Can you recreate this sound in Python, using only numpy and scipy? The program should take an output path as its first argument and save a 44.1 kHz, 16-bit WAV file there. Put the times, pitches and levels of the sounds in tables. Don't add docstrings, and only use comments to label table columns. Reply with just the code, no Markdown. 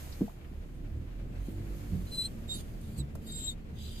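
import sys
import numpy as np
from scipy import signal
from scipy.fft import rfft, irfft
from scipy.io import wavfile
from scipy.ndimage import uniform_filter1d

SR = 44100
rng = np.random.default_rng(int(sys.argv[2]) if len(sys.argv) > 2 else 0)


def transcribe(signal):
    frames = np.atleast_2d(signal).T
    limited = np.clip(frames, -1, 1)
    pcm = np.round(limited * 32767).astype(np.int16)
    wavfile.write(sys.argv[1], SR, pcm)


N = 176400
T = np.arange(N) / SR
FREQS = np.fft.rfftfreq(N, 1 / SR)
EAR_DELAY_S = 0.00046
JITTER_RATE_HZ = 350


def amp(db):
    return 10 ** (np.asarray(db) / 20)


def unit(x):
    return x / np.sqrt(np.mean(x ** 2) + 1e-20)


def curve(rows, column=1):
    rows = np.array(rows)
    return np.interp(T, rows[:, 0], rows[:, column])


def colour(x, rows):
    hz, db = np.transpose(rows)
    gain = amp(np.interp(np.log(FREQS + 1), np.log(hz), db))
    return irfft(rfft(x) * gain, N)


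def wander(hz):
    return unit(irfft(rfft(rng.standard_normal(N)) / (1 + (FREQS / hz) ** 4), N))


def pan(db):
    gains = np.array([amp(db / 2), amp(-db / 2)]).reshape(2, -1)
    return gains / np.sqrt(np.mean(gains ** 2, 0))


def friction_noise(spectrum, patchy_db, shared):
    # (frequency [Hz], gain [dB])
    shadow = [(4000, 0), (7500, 2.5), (9600, -18), (11500, -7), (14000, -3.5)]
    frames = dict(nperseg=512, noverlap=384)
    slices = signal.stft(rng.standard_normal((2, N)), **frames)[2]
    patches = uniform_filter1d(rng.standard_normal(slices.shape[1:]), size=3, axis=0)
    patches = unit(uniform_filter1d(patches, size=36, axis=1))
    right, other = signal.istft(slices * amp(patchy_db * patches), **frames)[1][:, :N]
    left = shared * np.roll(right, round(EAR_DELAY_S * SR)) + np.sqrt(1 - shared ** 2) * other
    return unit(np.array([colour(colour(left, spectrum), shadow), colour(right, spectrum)]))


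def air(split_hz=600):
    # (frequency [Hz], relative level [dB])
    spectrum = [(18, -6.5), (40, -5), (58, -7.5), (72, -6), (150, -7.5), (240, -15.5), (360, -20),
                (630, -28), (950, -39), (2400, -41.5), (5000, -54), (14500, -68)]
    # (frequency [Hz], likeness [-1 to 1])
    likeness = [(100, 0.82), (300, 0.73), (650, -0.11)]
    # (time [s], rumble gain [dB], hush gain [dB])
    levels = [(0, -47, -40), (.7, -47.5, -42.5), (1.7, -43.5, -38), (3.1, -44.5, -40.5), (3.7, -45.5, -41)]
    left, other = rfft(rng.standard_normal((2, N)))
    same = np.interp(FREQS, *np.transpose(likeness))
    right = same * left + np.sqrt(1 - same ** 2) * other
    both = unit(colour(irfft([left, right], N), spectrum))
    bass = irfft(rfft(both) / (1 + (FREQS / split_hz) ** 4), N)
    rumble = bass * amp(curve(levels) + 1.47 * wander(hz=5.6))
    hush = (both - bass) * amp(curve(levels, column=2) + 1.25 * wander(hz=23))
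    return rumble + hush * pan(db=1.5)


def sliding_hiss():
    # (time [s], level [dB])
    levels = [(0, -49.5), (.27, -57), (.38, -67), (1.3, -69), (1.6, -62), (1.78, -56), (2.25, -60.5),
              (2.7, -60.5), (3.08, -69), (4.0, -74)]
    # (frequency [Hz], relative level [dB])
    spectrum = [(300, 9), (1500, 5), (5500, -1), (13500, 4)]
    return amp(curve(levels)) * friction_noise(spectrum, patchy_db=0.5, shared=0.24)


def engine(harmonics=10):
    # (time [s], firing rate [Hz], level [dB])
    revs = [(.74, 35.04, -46.5), (.85, 35.07, -41), (1.02, 38.42, -34.5), (1.12, 39.9, -46),
            (1.3, 41.82, -37.5), (1.48, 46.08, -37.5), (1.58, 47.7, -33.5), (1.82, 49.5, -34.5),
            (2.03, 47.2, -37.5), (2.15, 41.98, -48), (2.5, 38.54, -37.5), (2.8, 38.28, -47.5),
            (3.6, 36.83, -44.5)]
    # (frequency [Hz], relative level [dB])
    spectrum = [(36, 5), (49, 1), (76, 3.5), (96, -7.5), (120, -2), (170, -19.5), (350, -15.5), (410, -45)]
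    firing_hz = curve(revs) * (1 + 0.01096 * wander(hz=14.2))
    phase = 2 * np.pi * np.cumsum(firing_hz) / SR
    hum = np.zeros(N)
    for k in range(1, harmonics + 1):
        db = np.interp(k * firing_hz, *np.transpose(spectrum)) + 4.3 * wander(hz=7.7)
        hum += amp(db) * np.sin(k * phase + 2 * np.pi * rng.random())
    return unit(hum) * amp(curve(revs, column=2)) * pan(db=-3)


def drone(pitch_hz=221.2):
    # (time [s], level [dB])
    levels = [(1.3, -63), (2.6, -52)]
    gain = amp(curve(levels) + 3 * wander(hz=11.5))
    return gain * np.sin(2 * np.pi * pitch_hz * T + wander(hz=13))


def ticks(rise_s=0.0011):
    # (start [s], level [dB], band centre [Hz], time to fade 60 dB [s], width [octaves])
    snaps = [(0.123, -50.5, 4505, 0.11, 0.33), (.279, -44, 690, 0.065, 0.32),
             (.296, -48.5, 900, 0.034, 0.41), (.411, -56, 2200, 0.06, 0.51),
             (0.445, -53.5, 2080, 0.052, 0.45), (2.812, -54, 10970, 0.046, 0.83),
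             (3.152, -48, 11720, 0.046, 1.5), (3.153, -35, 199, 0.04, 1.22)]
    out, octaves = np.zeros((2, N)), np.log2(FREQS + 1)
    for start, db, hz, fade_s, width in snaps:
        band = np.exp(-.5 * ((octaves - np.log2(hz)) / width) ** 2)
        burst = unit(irfft(rfft(rng.standard_normal((2, N))) * band, N))
        t = np.clip(T - start, 0, 1)
        out += burst * np.minimum(t / rise_s, 1) * amp(db - 60 * t / fade_s)
    return out


def bridge_echo(x, level_db=-14, fade_s=0.14, gap_s=0.008):
    t = T[:SR // 2]
    tail = rng.standard_normal((2, len(t))) * amp(-60 * t / fade_s) * (t > gap_s)
    return amp(level_db) * signal.fftconvolve(x, tail / np.linalg.norm(tail[0]), axes=1)[:, :N]


def knocks(rise_s=0.0028, low_cut_hz=160):
    # (start [s], level [dB])
    blows = [(.209, -22.5), (0.2157, -16), (0.515, -39.5), (1.484, -29.5)]
    # (pitch [Hz], gain [dB], time to fade 60 dB [s])
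    notes = [(204.7, -2.5, 0.14), (240.6, 0.5, 0.074), (275, 2, 0.034), (327, -6, 0.051), (468, -20, 0.11),
             (600, -22, 0.043)]
    out = np.zeros(N)
    for start, level in blows:
        t = np.clip(T - start, 0, 1)
        rise = 1 - np.exp(-t / rise_s)
        for hz, db, fade_s in notes:
            out += rise * amp(level + db - 60 * t / fade_s) * np.sin(2 * np.pi * hz * t)
    return signal.sosfilt(signal.butter(2, low_cut_hz, 'high', fs=SR, output='sos'), out)


def rubbing():
    # (time [s], level [dB])
    levels = [(1.25, -78), (1.47, -59.5), (1.72, -73.5), (2.03, -62.5), (2.13, -50.5), (2.26, -45),
              (2.3, -63), (2.46, -87), (2.5, -51), (2.61, -48.5), (2.64, -67), (2.79, -68), (2.85, -58.5),
              (2.96, -60), (2.99, -45.5), (3.04, -78), (3.21, -67), (3.28, -52.5), (3.515, -48),
              (3.555, -77), (3.72, -72), (3.82, -51.5), (4.0, -53.5)]
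    # (frequency [Hz], relative level [dB])
    spectrum = [(800, -20.5), (2700, -4.5), (3250, 0), (4100, -2), (4600, 2), (5400, -14), (6200, -5),
                (7900, -0.5), (9600, 1.5), (10500, -4.5), (11500, -1), (12500, -5), (14700, 0)]
    grain = unit(amp(0.65 * wander(hz=221) + 0.84 * wander(hz=39)))
    return amp(curve(levels)) * grain * friction_noise(spectrum, patchy_db=5, shared=0.12)


def thuds(rise_s=0.0081, fade_s=0.25, low_ratio=0.466):
    # (start [s], level [dB], time before fading [s], upper pitch [Hz])
    booms = [(1.915, -30.5, 0.044, 184), (2.977, -31.5, 0.036, 136.2)]
    # (frequency [Hz], relative level [dB])
    spectrum = [(30, -34), (120, 7.5), (280, -2.5), (700, -30.5), (2000, -50)]
    out = np.zeros(N)
    for start, db, hold_s, hz in booms:
        t = np.clip(T - start, 0, 1)
        phase = 2 * np.pi * hz * t
        notes = np.sin(phase) + amp(db=-0.5) * np.sin(low_ratio * phase)
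        scuff = amp(db=-7) * unit(colour(rng.standard_normal(N), spectrum))
        gain = np.minimum(t / rise_s, 1) * amp(db - 60 * np.maximum(t - hold_s, 0) / fade_s)
        out += (notes + scuff) * gain
    return out * pan(db=-3.5)


def squeak(rows, pan_db, octave_pan_db, delay_s, waver_hz=9.2, flutter_rate_hz=70.4, fade_s=0.0033):
    # (time [s], size of the pitch shake [Hz])
    unsteadiness = [(2.13, 8.9), (2.56, 12), (3.02, 64), (3.3, 14), (3.48, 24), (3.52, 46), (3.82, 21)]
    pitch_hz, jitter_hz = curve(rows), curve(unsteadiness)
    shaky_hz = pitch_hz + jitter_hz * wander(JITTER_RATE_HZ) + waver_hz * wander(flutter_rate_hz)
    phase = 2 * np.pi * (np.cumsum(shaky_hz) / SR - np.outer([delay_s, 0], pitch_hz))
    flutter_db = 0.0547 * jitter_hz
    tone_gain = amp(curve(rows, column=2) + flutter_db * wander(flutter_rate_hz))
    octave_gain = amp(curve(rows, column=3) + flutter_db * wander(flutter_rate_hz))
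    tone = tone_gain * pan(pan_db) * np.sin(phase)
    octave = octave_gain * pan(octave_pan_db) * np.sin(2 * phase)
    third_harmonic = octave_gain * amp(db=-24) * pan(db=-13) * np.sin(3 * phase)
    start, end = rows[0][0], rows[-1][0]
    gate = np.clip(np.minimum(T - start, end - T) / fade_s + .5, 0, 1)
    return np.sqrt(2) * gate * (tone + octave + third_harmonic)


def squeaks(moved_delay_s=0.00037):
    # (time [s], pitch [Hz], tone level [dB], level of the octave above [dB])
    first = [(2.07, 4040, -58, -76), (2.108, 4074, -68, -70), (2.122, 4080, -45.5, -58),
             (2.155, 4053, -40, -49), (2.167, 4030, -48, -52), (2.185, 4060, -32.5, -45.5),
             (2.222, 4012, -32.5, -42), (2.236, 4030, -43, -50), (2.258, 4105, -32.5, -43.5),
             (2.272, 4094, -46, -47), (2.283, 4080, -65, -68)]
    second = [(2.478, 3794, -64, -62), (2.497, 3703, -40, -49), (2.52, 3740, -35, -43.5),
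              (2.548, 3790, -44, -44.5), (2.592, 3820, -55, -84)]
    third = [(2.98, 4080, -68, -59), (3.003, 3993, -45, -45), (3.015, 3840, -51, -62),
             (3.032, 3765, -79, -70)]
    fourth = [(3.267, 3785, -60, -58), (3.28, 3780, -56, -49), (3.302, 3800, -47, -76),
              (3.323, 3785, -53, -42), (3.339, 3777, -47.5, -53), (3.36, 3808, -51.5, -41.5),
              (3.425, 3820, -49, -46.5), (3.46, 3830, -50, -34), (3.474, 3806, -36, -45),
              (3.497, 3807, -35.5, -39.5), (3.502, 3615, -41.5, -44), (3.542, 3736, -62, -69)]
    fifth = [(3.805, 3852, -71, -72), (3.858, 4050, -56, -70), (3.9, 3988, -60, -74)]
    # (time [s], left minus right [dB])
    sway = [(3.3, 2), (3.376, -16), (3.44, 12), (3.48, 2)]
    return (squeak(first, pan_db=2, octave_pan_db=-4, delay_s=EAR_DELAY_S)
            + squeak(second, pan_db=-7.5, octave_pan_db=3, delay_s=moved_delay_s)
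            + squeak(third, pan_db=-10, octave_pan_db=-1, delay_s=moved_delay_s)
            + squeak(fourth, pan_db=4.5, octave_pan_db=curve(sway), delay_s=moved_delay_s)
            + squeak(fifth, pan_db=13, octave_pan_db=-2, delay_s=EAR_DELAY_S))


def brief_rings(glide_per_s=0.42, jitter_hz=47.4):
    # (peak time [s], half-length [s], pitch [Hz], level [dB], left minus right [dB])
    notes = [(2.549, 0.019, 4530, -50.5, 0), (2.56, 0.018, 10830, -44, -20),
             (2.604, 0.011, 3520, -60.5, -4)]
    out = np.zeros((2, N))
    for peak, half_length, hz, db, pan_db in notes:
        pitch_hz = hz * (1 + glide_per_s * (T - peak)) + jitter_hz * wander(JITTER_RATE_HZ)
        swell = amp(db) * np.exp(-((T - peak) / half_length) ** 2)
        out += swell * pan(pan_db) * np.sin(2 * np.pi * np.cumsum(pitch_hz) / SR)
    return out


def rasp(start_s=3.75, rise_s=0.046):
    # (frequency [Hz], width [Hz], level [dB])
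    resonances = [(3190, 276, -60), (3690, 207, -58.5), (4913, 90, -66), (7700, 130, -74)]
    out = np.zeros((2, N))
    for hz, width, db in resonances:
        ears = [wander(width) * np.cos(2 * np.pi * hz * T + wander(width)) for ear in range(2)]
        out += amp(db) * np.sqrt(2) * np.array(ears)
    return out * np.clip((T - start_s) / rise_s, 0, 1)


def scene():
    part = squeaks() + brief_rings() + rubbing() + sliding_hiss() + rasp()
    thumps = knocks() + thuds() + ticks()
    return part + thumps + bridge_echo(thumps) + engine() + drone() + air()


def record(dry):
    low_pass = signal.firwin(511, 14650, window=("kaiser", 9), fs=SR)
    return signal.oaconvolve(dry, low_pass[None], "same")


dry = scene()
out = record(dry)
transcribe(out)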